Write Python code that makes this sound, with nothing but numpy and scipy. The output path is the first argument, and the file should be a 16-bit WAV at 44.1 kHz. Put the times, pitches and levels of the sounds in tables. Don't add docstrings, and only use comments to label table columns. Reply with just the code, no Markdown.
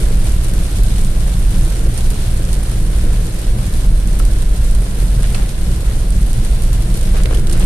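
import sys
import numpy as np
from scipy import signal
from scipy.fft import rfft, irfft, next_fast_len
from scipy.io import wavfile
from scipy.ndimage import uniform_filter1d, minimum_filter1d, map_coordinates

SR = 44100
rng = np.random.default_rng(int(sys.argv[2]) if len(sys.argv) > 2 else 0)


def inscribe(sig):
    pcm = np.round(np.clip(np.atleast_2d(sig).T, -1, 1) * 32767)
    wavfile.write(sys.argv[1], SR, pcm.astype(np.int16))


N = 337615
TIME = np.arange(N) / SR

# time in seconds, level of the boom in dB.
ROAD_ROUGHNESS = [(0, -16.5), (1.2, -15), (2, -16.5), (2.6, -17.5), (3.3, -16), (3.9, -17), (4.6, -16),
                  (5.5, -14.5), (6.5, -17), (7.66, -15)]
# middle in seconds, change in dB.
RUMBLE_SWELLS = [(.43, -3), (.7, -5.5), (1.3, -4), (1.59, 3), (1.72, -2.5), (1.88, 3), (1.96, -6),
                 (2.4, -3), (2.53, -0.5), (2.67, -7), (2.81, 3), (3.31, -9), (3.41, -12), (3.72, -1.5),
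                 (3.9, 5.5), (4.1, 4), (4.42, -4), (4.85, -9), (5.2, 1), (5.57, -4), (5.86, -4.5),
                 (6.31, -1), (7.55, 3.5)]
# frequency in Hz, relative level in dB.
BOOM_SPECTRUM = [(5, -34), (20, -7.5), (31, 0), (45, 3), (58, -2), (67, -20), (85, -12.5), (130, -13),
                 (155, -18.5), (182, -18), (215, -21), (255, -37), (400, -44), (900, -90)]
# time in seconds, firing rate in Hz, load in dB.
ENGINE_STATE = [(0, 57.83, 1), (2, 57.96, 0.5), (3.3, 56.96, 0), (4.3, 58.11, -2), (5.5, 57.96, -5.5),
                (6.5, 58.6, 0), (7.1, 60.12, 2), (7.66, 60.9, 6)]
# multiple of the firing rate, level in dB, dB gained per dB of load.
ENGINE_ORDERS = [(1, -26, .3), (2, -30.7, .2), (3, -36, 1.25)]
# multiple of the firing rate, level in dB, dB gained per dB of load.
WHEEL_ORDERS = [(.353, -16, 0), (.706, -20, 0), (1.63, -34, 0.2), (3.66, -44.5, 0), (5.57, -46, 1.15)]
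# frequency in Hz, relative level in dB.
WASH_SPECTRUM = [(100, -24), (250, -1), (330, -2.5), (600, -6), (850, -12), (1600, -8), (2400, -14.5),
                 (4000, -12.5), (7000, -19), (11000, -18.5), (14500, -25.5)]
# middle in seconds, level in dB.
WIPER_STROKES = [(.9, -41.5), (2.17, -44), (3.42, -48), (6.48, -46.5)]
# time in seconds, relative level in dB.
RAIN_STRENGTH = [(0.0, -34.5), (0.23, -37.5), (1.85, -36), (2.77, -37), (3.25, -39), (3.79, -37.5),
                 (4.71, -38), (5.2, -36), (5.54, -38.5), (6.54, -38), (7.16, -36.5), (7.31, -37),
                 (7.66, -36.5)]
# frequency in Hz, width in Hz, gain in dB.
PANEL_MODES = [(280.7, 5.4, 5.5), (332, 5.6, 0.5), (470, 21, 2), (550, 21, 0.5), (621, 32, 4.5),
               (1010, 52, 7), (1400, 80, 2.5)]
# frequency in Hz, gain in dB.
ROOF_RESPONSE = [(80, -32), (200, -6), (350, 6), (550, 1.5), (850, -21), (1500, -8), (2500, -14.5),
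                 (5000, -54), (12000, -65)]
# middle in seconds, swell in dB.
ROOF_GUSTS = [(.03, 5), (.56, 4), (1.84, 3), (2.52, 1.5), (3.1, 4.5), (3.69, 0.5), (4.36, 2.5), (5.39, 2),
              (7.3, 7.5), (7.59, 3.5)]
# middle in seconds, half length in seconds, level in dB.
BRANCH_SHOWERS = [(5.249, 0.015, -31.5), (5.398, 0.051, -34.5), (5.89, 0.024, -34), (7.183, 0.031, -30.5),
                  (7.33, 0.024, -31.5), (7.601, 0.068, -31.5)]
# frequency in Hz, gain in dB.
SHOWER_RESPONSE = [(150, -10), (450, -4), (1300, 4.5), (2600, 0), (4500, -2.5), (8000, -13), (14000, -32)]
# start in seconds, relative level in dB, main mode in Hz,
# its width in Hz, upper mode against main in dB, thud against ring in dB.
ROOF_DRIPS = [(4.2, -16.5, 1290, 130, -13, -6), (5.242, -18.5, 2000, 900, -1, -8),
              (5.3462, -13.5, 2600, 450, -3, -5), (5.351, -20, 1450, 700, -3, -3),
              (5.398, -16, 500, 280, -10, -7), (7.146, -20, 680, 350, -4, -4),
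              (7.2575, -13.5, 2450, 800, -1, -11), (7.31, -16, 560, 600, -3, -4),
              (7.327, -20, 700, 600, -3, -3), (7.347, -22, 3000, 600, -2, -2),
              (7.3725, -20.5, 3500, 1200, 1, -8), (7.608, -21, 3000, 1000, -3, -3),
              (7.625, -21, 1700, 1200, -1, -3)]
# frequency in Hz, gain in dB.
GLASS_RESPONSE = [(200, -11), (700, 4), (1400, -2.5), (2400, 0), (3800, 1.16), (6000, -0.7), (9000, -3.5),
                  (11500, -3), (13000, -9.5), (14500, -7)]
# middle in seconds, half length in seconds, swell in dB.
SPRAY_SHEETS = [(0.057, 0.044, 0.5), (0.278, 0.029, 5), (0.78, 0.035, 3), (0.97, 0.076, 1),
                (1.73, 0.029, 1.5)]
# middle in seconds, dip in dB.
PATTER_LULLS = [(3.93, -3), (6.87, -4), (7.28, -3), (7.435, -7.5), (7.484, -4), (7.56, -3.5)]
# start in seconds, relative level in dB, treble lift in dB,
# left against right in dB, spray against impact in dB.
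FAT_DROPS = [(.4377, -23, 0, -3, -3), (.4447, -19, 5, 2, 2), (.484, -24, 2, 0, -2), (.537, -20.5, 0, 2, 4),
             (.7673, -23, 0, -2, 4), (.8347, -19, 6, 7, -1), (.9818, -27, -7, 4, -2),
             (1.0472, -19, 6, -6, 2), (1.649, -23, 2, 0, -2), (1.7022, -22, 3, -5, -2),
             (1.9772, -18.5, 10, -10, -5), (1.9849, -23.5, 4, -3, -3), (2.104, -17, 6, 3, 1),
             (2.3747, -23.5, 2, 0, -2), (2.5305, -16.5, 0, -5, 2), (2.5427, -20, 0, -2, -1),
             (2.6354, -25, -1, 0, -2), (3.2547, -25, 2, 0, -2), (3.2677, -22, 0, -3, 5),
             (3.3438, -25, 2, 3, -2), (3.39, -24.5, 2, -3, -2), (3.4167, -25, 2, 2, -2),
             (3.7383, -22.5, 5, 3, -1), (4.0738, -22, 4, -7, 5), (4.189, -21.5, 15, 4, 6),
             (4.1943, -17, 16, 5, 9), (4.252, -16.5, 3, 2, 1), (4.4228, -19.5, -9, -1, 2),
             (4.6467, -24.5, 2, 0, -2), (4.7111, -25, 7, -5, 4), (4.7499, -21, 0, -5, 0),
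             (4.999, -22, 7, 3, -1), (5.2309, -22, -4, -8, 0), (5.349, -18.5, -8, -8, -1),
             (5.4918, -20.5, -3, -4, 2), (5.6412, -24.5, 0, 0, -2), (5.8074, -25, 2, 5, -3),
             (6.1053, -24, 2, -8, 0), (6.2301, -25, 2, 0, -2), (6.3312, -17.5, 0, -3, 3),
             (6.4483, -22, 1, 11, -4), (6.6216, -23, 3, -7, -3), (6.6357, -22, 0, 0, 0),
             (6.7297, -17, -6, 3, 3), (6.7397, -25, 0, -5, -3), (6.8215, -24.5, 2, 0, -2),
             (6.941, -22.5, 0, 5, 2), (6.9722, -22.5, 13, 10, -3), (7.0114, -21, -4, -5, -4),
             (7.0296, -24, 2, 0, -2), (7.2345, -12.5, -4, 0, 5), (7.3474, -19.5, 2, 2, -1),
             (7.3957, -24.5, 2, -3, -2), (7.4707, -16, -7, -5, 2), (7.497, -14.5, -8, -4, 2),
             (7.5125, -25, -3, -5, 2), (7.526, -17, -3, -5, 1), (7.5305, -15, -2, -3, 10),
             (7.5761, -24, -4, -4, 2), (7.597, -16.5, -2, -1, 9)]
# frequency in Hz, gain in dB.
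BURST_RESPONSE = [(200, -20), (700, -2), (1400, -4), (2400, -3), (3800, 1.5), (6000, 3), (9000, 3),
                  (11500, 3), (13000, -4.5), (14500, -4)]
# frequency in Hz, width in Hz, gain in dB.
PORT_MODES = [(11460, 3700, 6), (9030, 1760, 11)]
# frequency in Hz, left gain in dB, right gain in dB.
PORT_RESPONSE = [(60, 0.83, 2), (171, 2.4, 1), (322, 2.5, 1.35), (400, 1, -2), (747, 2, 1.5), (980, -2, -3),
                 (2800, -2.5, -2), (6000, -4.5, -2.5), (8670, -4.5, 1), (10700, 0, -6.5),
                 (14000, -5.5, -7.5)]


def amp(db):
    return 10 ** (np.asarray(db) / 20)


def unit(x):
    return x / np.sqrt(np.mean(x ** 2) + 1e-20)


def curve(rows):
    s, *columns = np.transpose(rows)
    return [np.interp(TIME, s, c) for c in columns]


def spectrum(rows, hz):
    f, *columns = np.transpose(rows)
    return np.array([np.interp(np.log(hz + 1), np.log(f + 1), c) for c in columns])


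def resonance_db(modes, hz):
    return sum(db / (1 + (2 * (hz - f) / width) ** 2) for f, width, db in modes)


def colour(x, shape):
    size = next_fast_len(x.shape[-1])
    gain = amp(shape(np.fft.rfftfreq(size, 1 / SR)))
    return irfft(rfft(x, size) * gain, size)[..., :x.shape[-1]]


def resonate(x, hz, width_hz):
    r = np.exp(-np.pi * width_hz / SR)
    ring = signal.lfilter([1, 0, -1], [1, -2 * r * np.cos(2 * np.pi * hz / SR), r * r], x)
    return ring / np.linalg.norm(ring)


def mingle(x, corner_hz=330):
    return x + colour(x[::-1], lambda hz: -20 * np.log10(1 + (hz / corner_hz) ** 2))


def drift(per_s):
    knots = rng.standard_normal(4096)
    return unit(map_coordinates(knots, [TIME[::64] * per_s], order=3, mode="wrap")).repeat(64)[:N]


def swell(s, half_s):
    return np.exp(-.5 * ((TIME - s) / half_s) ** 2)


def add(mix, s, sound):
    part = mix[:, max(round(s * SR), 0):][:, :sound.shape[1]]
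    part += sound[:, :part.shape[1]]


def splash(spray_s, spray_db, cabin_db, cabin_t60=0.15):
    t = np.arange(4096) / SR
    impact, spray, tail = rng.standard_normal((3, 2, len(t)))
    since_arrival = t - rng.integers(0, 24, (2, 1)) / SR
    impact = impact * (since_arrival >= 0) * np.exp(-abs(since_arrival) / 0.00024)
    spray = spray * rng.exponential(1, spray.shape) * np.exp(-t / spray_s)
    tail = tail * amp(-60 * t / cabin_t60)
    return unit(unit(impact) + amp(spray_db) * unit(spray) + amp(cabin_db) * unit(tail)) / np.sqrt(len(t))


def patter(per_s, spread_db, spray_s, spray_db, cabin_db, tint_db, side_db, spots=20):
    out = np.zeros((2, N))
    sides = rng.permutation(np.linspace(-1, 1, spots))
    for side, ring_hz in zip(sides, np.geomspace(1000, 13000, spots)):
        sizes = amp(spread_db * np.minimum(rng.exponential(1, N), 4.5))
        hits = sizes * (rng.random(N) < per_s / spots / SR)
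        drop = splash(spray_s, spray_db, cabin_db)
        drop = colour(drop, lambda hz: resonance_db([(ring_hz, 0.61 * ring_hz, tint_db)], hz))
        pan = amp([[side * side_db], [-side * side_db]])
        out += signal.oaconvolve(hits[None], unit(drop) * pan, axes=1)[:, :N]
    return unit(out)


def body_boom():
    noise = rng.standard_normal(N) + 0.1 * rng.standard_normal((2, N))
    bumps_db = 0.2 * drift(per_s=9.9)
    boom = unit(colour(noise, lambda hz: spectrum(BOOM_SPECTRUM, hz)))
    return amp(curve(ROAD_ROUGHNESS)[0] + bumps_db) * boom


def drivetrain(orders, waver_db, wobble_turns, roughness):
    firing_hz, load_db = curve(ENGINE_STATE)
    turns = np.cumsum(firing_hz) / SR
    out = np.zeros(N)
    for multiple, db, load_share in orders:
        phase = multiple * turns + rng.random() + wobble_turns * drift(per_s=4)
        shudder = unit(1 + roughness * drift(per_s=30))
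        level = amp(db + load_share * load_db + waver_db * drift(per_s=5.5))
        out += np.sqrt(2) * level * shudder * np.sin(2 * np.pi * phase)
    return out


def wet_wash():
    noise = mingle(rng.standard_normal((2, N)))
    sizzle = colour(noise, lambda hz: spectrum(WASH_SPECTRUM, hz) + resonance_db(PANEL_MODES, hz))
    rain_db = curve(RAIN_STRENGTH)[0]
    return amp(-35.5 + 0.25 * (rain_db - rain_db.mean()) + 0.27 * drift(per_s=5.1)) * unit(sizzle)


def wipers(centre_hz=3880, width_hz=1400):
    strokes = sum(amp(db) * swell(s, half_s=.12) for s, db in WIPER_STROKES)
    film = resonate(rng.standard_normal((2, N)), centre_hz, width_hz)
    return strokes * unit(resonate(film, centre_hz, width_hz))


def roof_drumming():
    drops = mingle(patter(per_s=700, spread_db=3, spray_s=0.007, spray_db=4,
                          cabin_db=0, tint_db=5.5, side_db=1))
    drumming = colour(drops, lambda hz: spectrum(ROOF_RESPONSE, hz) + resonance_db(PANEL_MODES, hz))
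    rain_db = curve(RAIN_STRENGTH)[0]
    gust_db = sum(db * swell(s, half_s=0.086) for s, db in ROOF_GUSTS)
    flurry_db = -0.14 * drift(per_s=10)
    return amp(-37.5 + 0.46 * (rain_db - rain_db.mean()) + gust_db + flurry_db) * unit(drumming)


def branch_showers():
    strength = sum(amp(db) * swell(s, half_s) for s, half_s, db in BRANCH_SHOWERS)
    drops = patter(per_s=980, spread_db=4, spray_s=0.0032, spray_db=-7,
                   cabin_db=-10, tint_db=-6, side_db=-0.5)
    return strength * unit(colour(drops, lambda hz: spectrum(SHOWER_RESPONSE, hz)))


def roof_knocks(upper_ratio=1.62, lining_hz=5200, thud_hz=524, thud_width_hz=780):
    out = np.zeros((2, N))
    for s, db, ring_hz, width_hz, upper_db, thud_db in ROOF_DRIPS:
        blow = splash(spray_s=5 / ring_hz, spray_db=2, cabin_db=-9)
        main = resonate(blow, ring_hz, width_hz)
        upper = amp(upper_db) * resonate(blow, upper_ratio * ring_hz, width_hz)
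        ring = colour(main + upper, lambda hz: -10 * np.log10(1 + (hz / lining_hz) ** 6))
        thud = splash(spray_s=0.0083, spray_db=8, cabin_db=-4)
        thud = colour(thud, lambda hz: resonance_db([(thud_hz, thud_width_hz, 40)], hz))
        knock = ring / np.linalg.norm(ring) + amp(thud_db) * thud / np.linalg.norm(thud)
        add(out, s, knock * amp(db + 19))
    return out


def windscreen_patter(clump_decay_s=0.012):
    far = patter(per_s=1800, spread_db=3, spray_s=0.0045, spray_db=2.5,
                 cabin_db=5.5, tint_db=10.5, side_db=2)
    near = patter(per_s=130, spread_db=1.6, spray_s=.004, spray_db=2, cabin_db=-8, tint_db=5, side_db=3)
    glass = unit(colour(far + amp(-4.5) * near, lambda hz: spectrum(GLASS_RESPONSE, hz)))
    clumps = [amp(db + 19) * (TIME > s) * np.exp(-abs(TIME - s) / clump_decay_s)
              for s, db, *_ in FAT_DROPS]
    clump_db = 3.5 * np.max(clumps, axis=0)
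    sheet_db = sum(db * swell(s, half_s) for s, half_s, db in SPRAY_SHEETS)
    lull_db = sum(db * swell(s, half_s=0.025) for s, db in PATTER_LULLS)
    flurry_db = 0.78 * drift(per_s=13)
    return amp(3.5 + curve(RAIN_STRENGTH)[0] + flurry_db + clump_db + sheet_db + lull_db) * glass


def stray_drops(per_s=7, bright_db=1, spray_db=-2):
    chance = rng.uniform(-1.1, 1, (round(per_s * N / SR), 3))
    return [(abs(when) * N / SR, -28 + 1.5 * size, bright_db, 9 * side, spray_db)
            for when, size, side in chance]


def windscreen_smacks():
    out = np.zeros((2, N))
    for s, db, bright_db, pan_db, spray_db in FAT_DROPS + stray_drops():
        drop = splash(spray_s=.0035, spray_db=spray_db, cabin_db=-9)
        drop = colour(drop, lambda hz: spectrum(BURST_RESPONSE, hz) + bright_db * np.minimum(hz / 9000, 1))
        drop /= np.linalg.norm(drop, axis=1, keepdims=True)
        sides_db = np.array([[pan_db], [-pan_db]]) / 2
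        add(out, s, drop * amp(db + 14 + sides_db))
    return out


def scene():
    rumble_gain = amp(sum(db * swell(s, half_s=.028) for s, db in RUMBLE_SWELLS))
    boom = rumble_gain * body_boom()
    engine = drivetrain(ENGINE_ORDERS, waver_db=1, wobble_turns=0.048, roughness=.55)
    wheels = rumble_gain * drivetrain(WHEEL_ORDERS, waver_db=1.6, wobble_turns=0.08, roughness=0.25)
    background = boom + engine + wheels + wet_wash()
    rain = roof_drumming() + windscreen_patter() + branch_showers() + windscreen_smacks() + roof_knocks()
    return background + rain + wipers()


def limiter(x, ceiling=.9):
    peak = abs(x).max(0) + 1e-9
    gain = (1 + (peak / ceiling) ** 6) ** (-1 / 6)
    return x * uniform_filter1d(minimum_filter1d(gain, size=600), size=600)


def record(dry, cutoff_hz=14330):
    heard = colour(dry, lambda hz: spectrum(PORT_RESPONSE, hz)
                   + np.array([resonance_db([port], hz) for port in PORT_MODES]))
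    low_pass = signal.firwin(511, cutoff_hz, window=("kaiser", 9), fs=SR)
    return signal.oaconvolve(limiter(heard), low_pass[None], "same")


dry = scene()
out = record(dry)
inscribe(out)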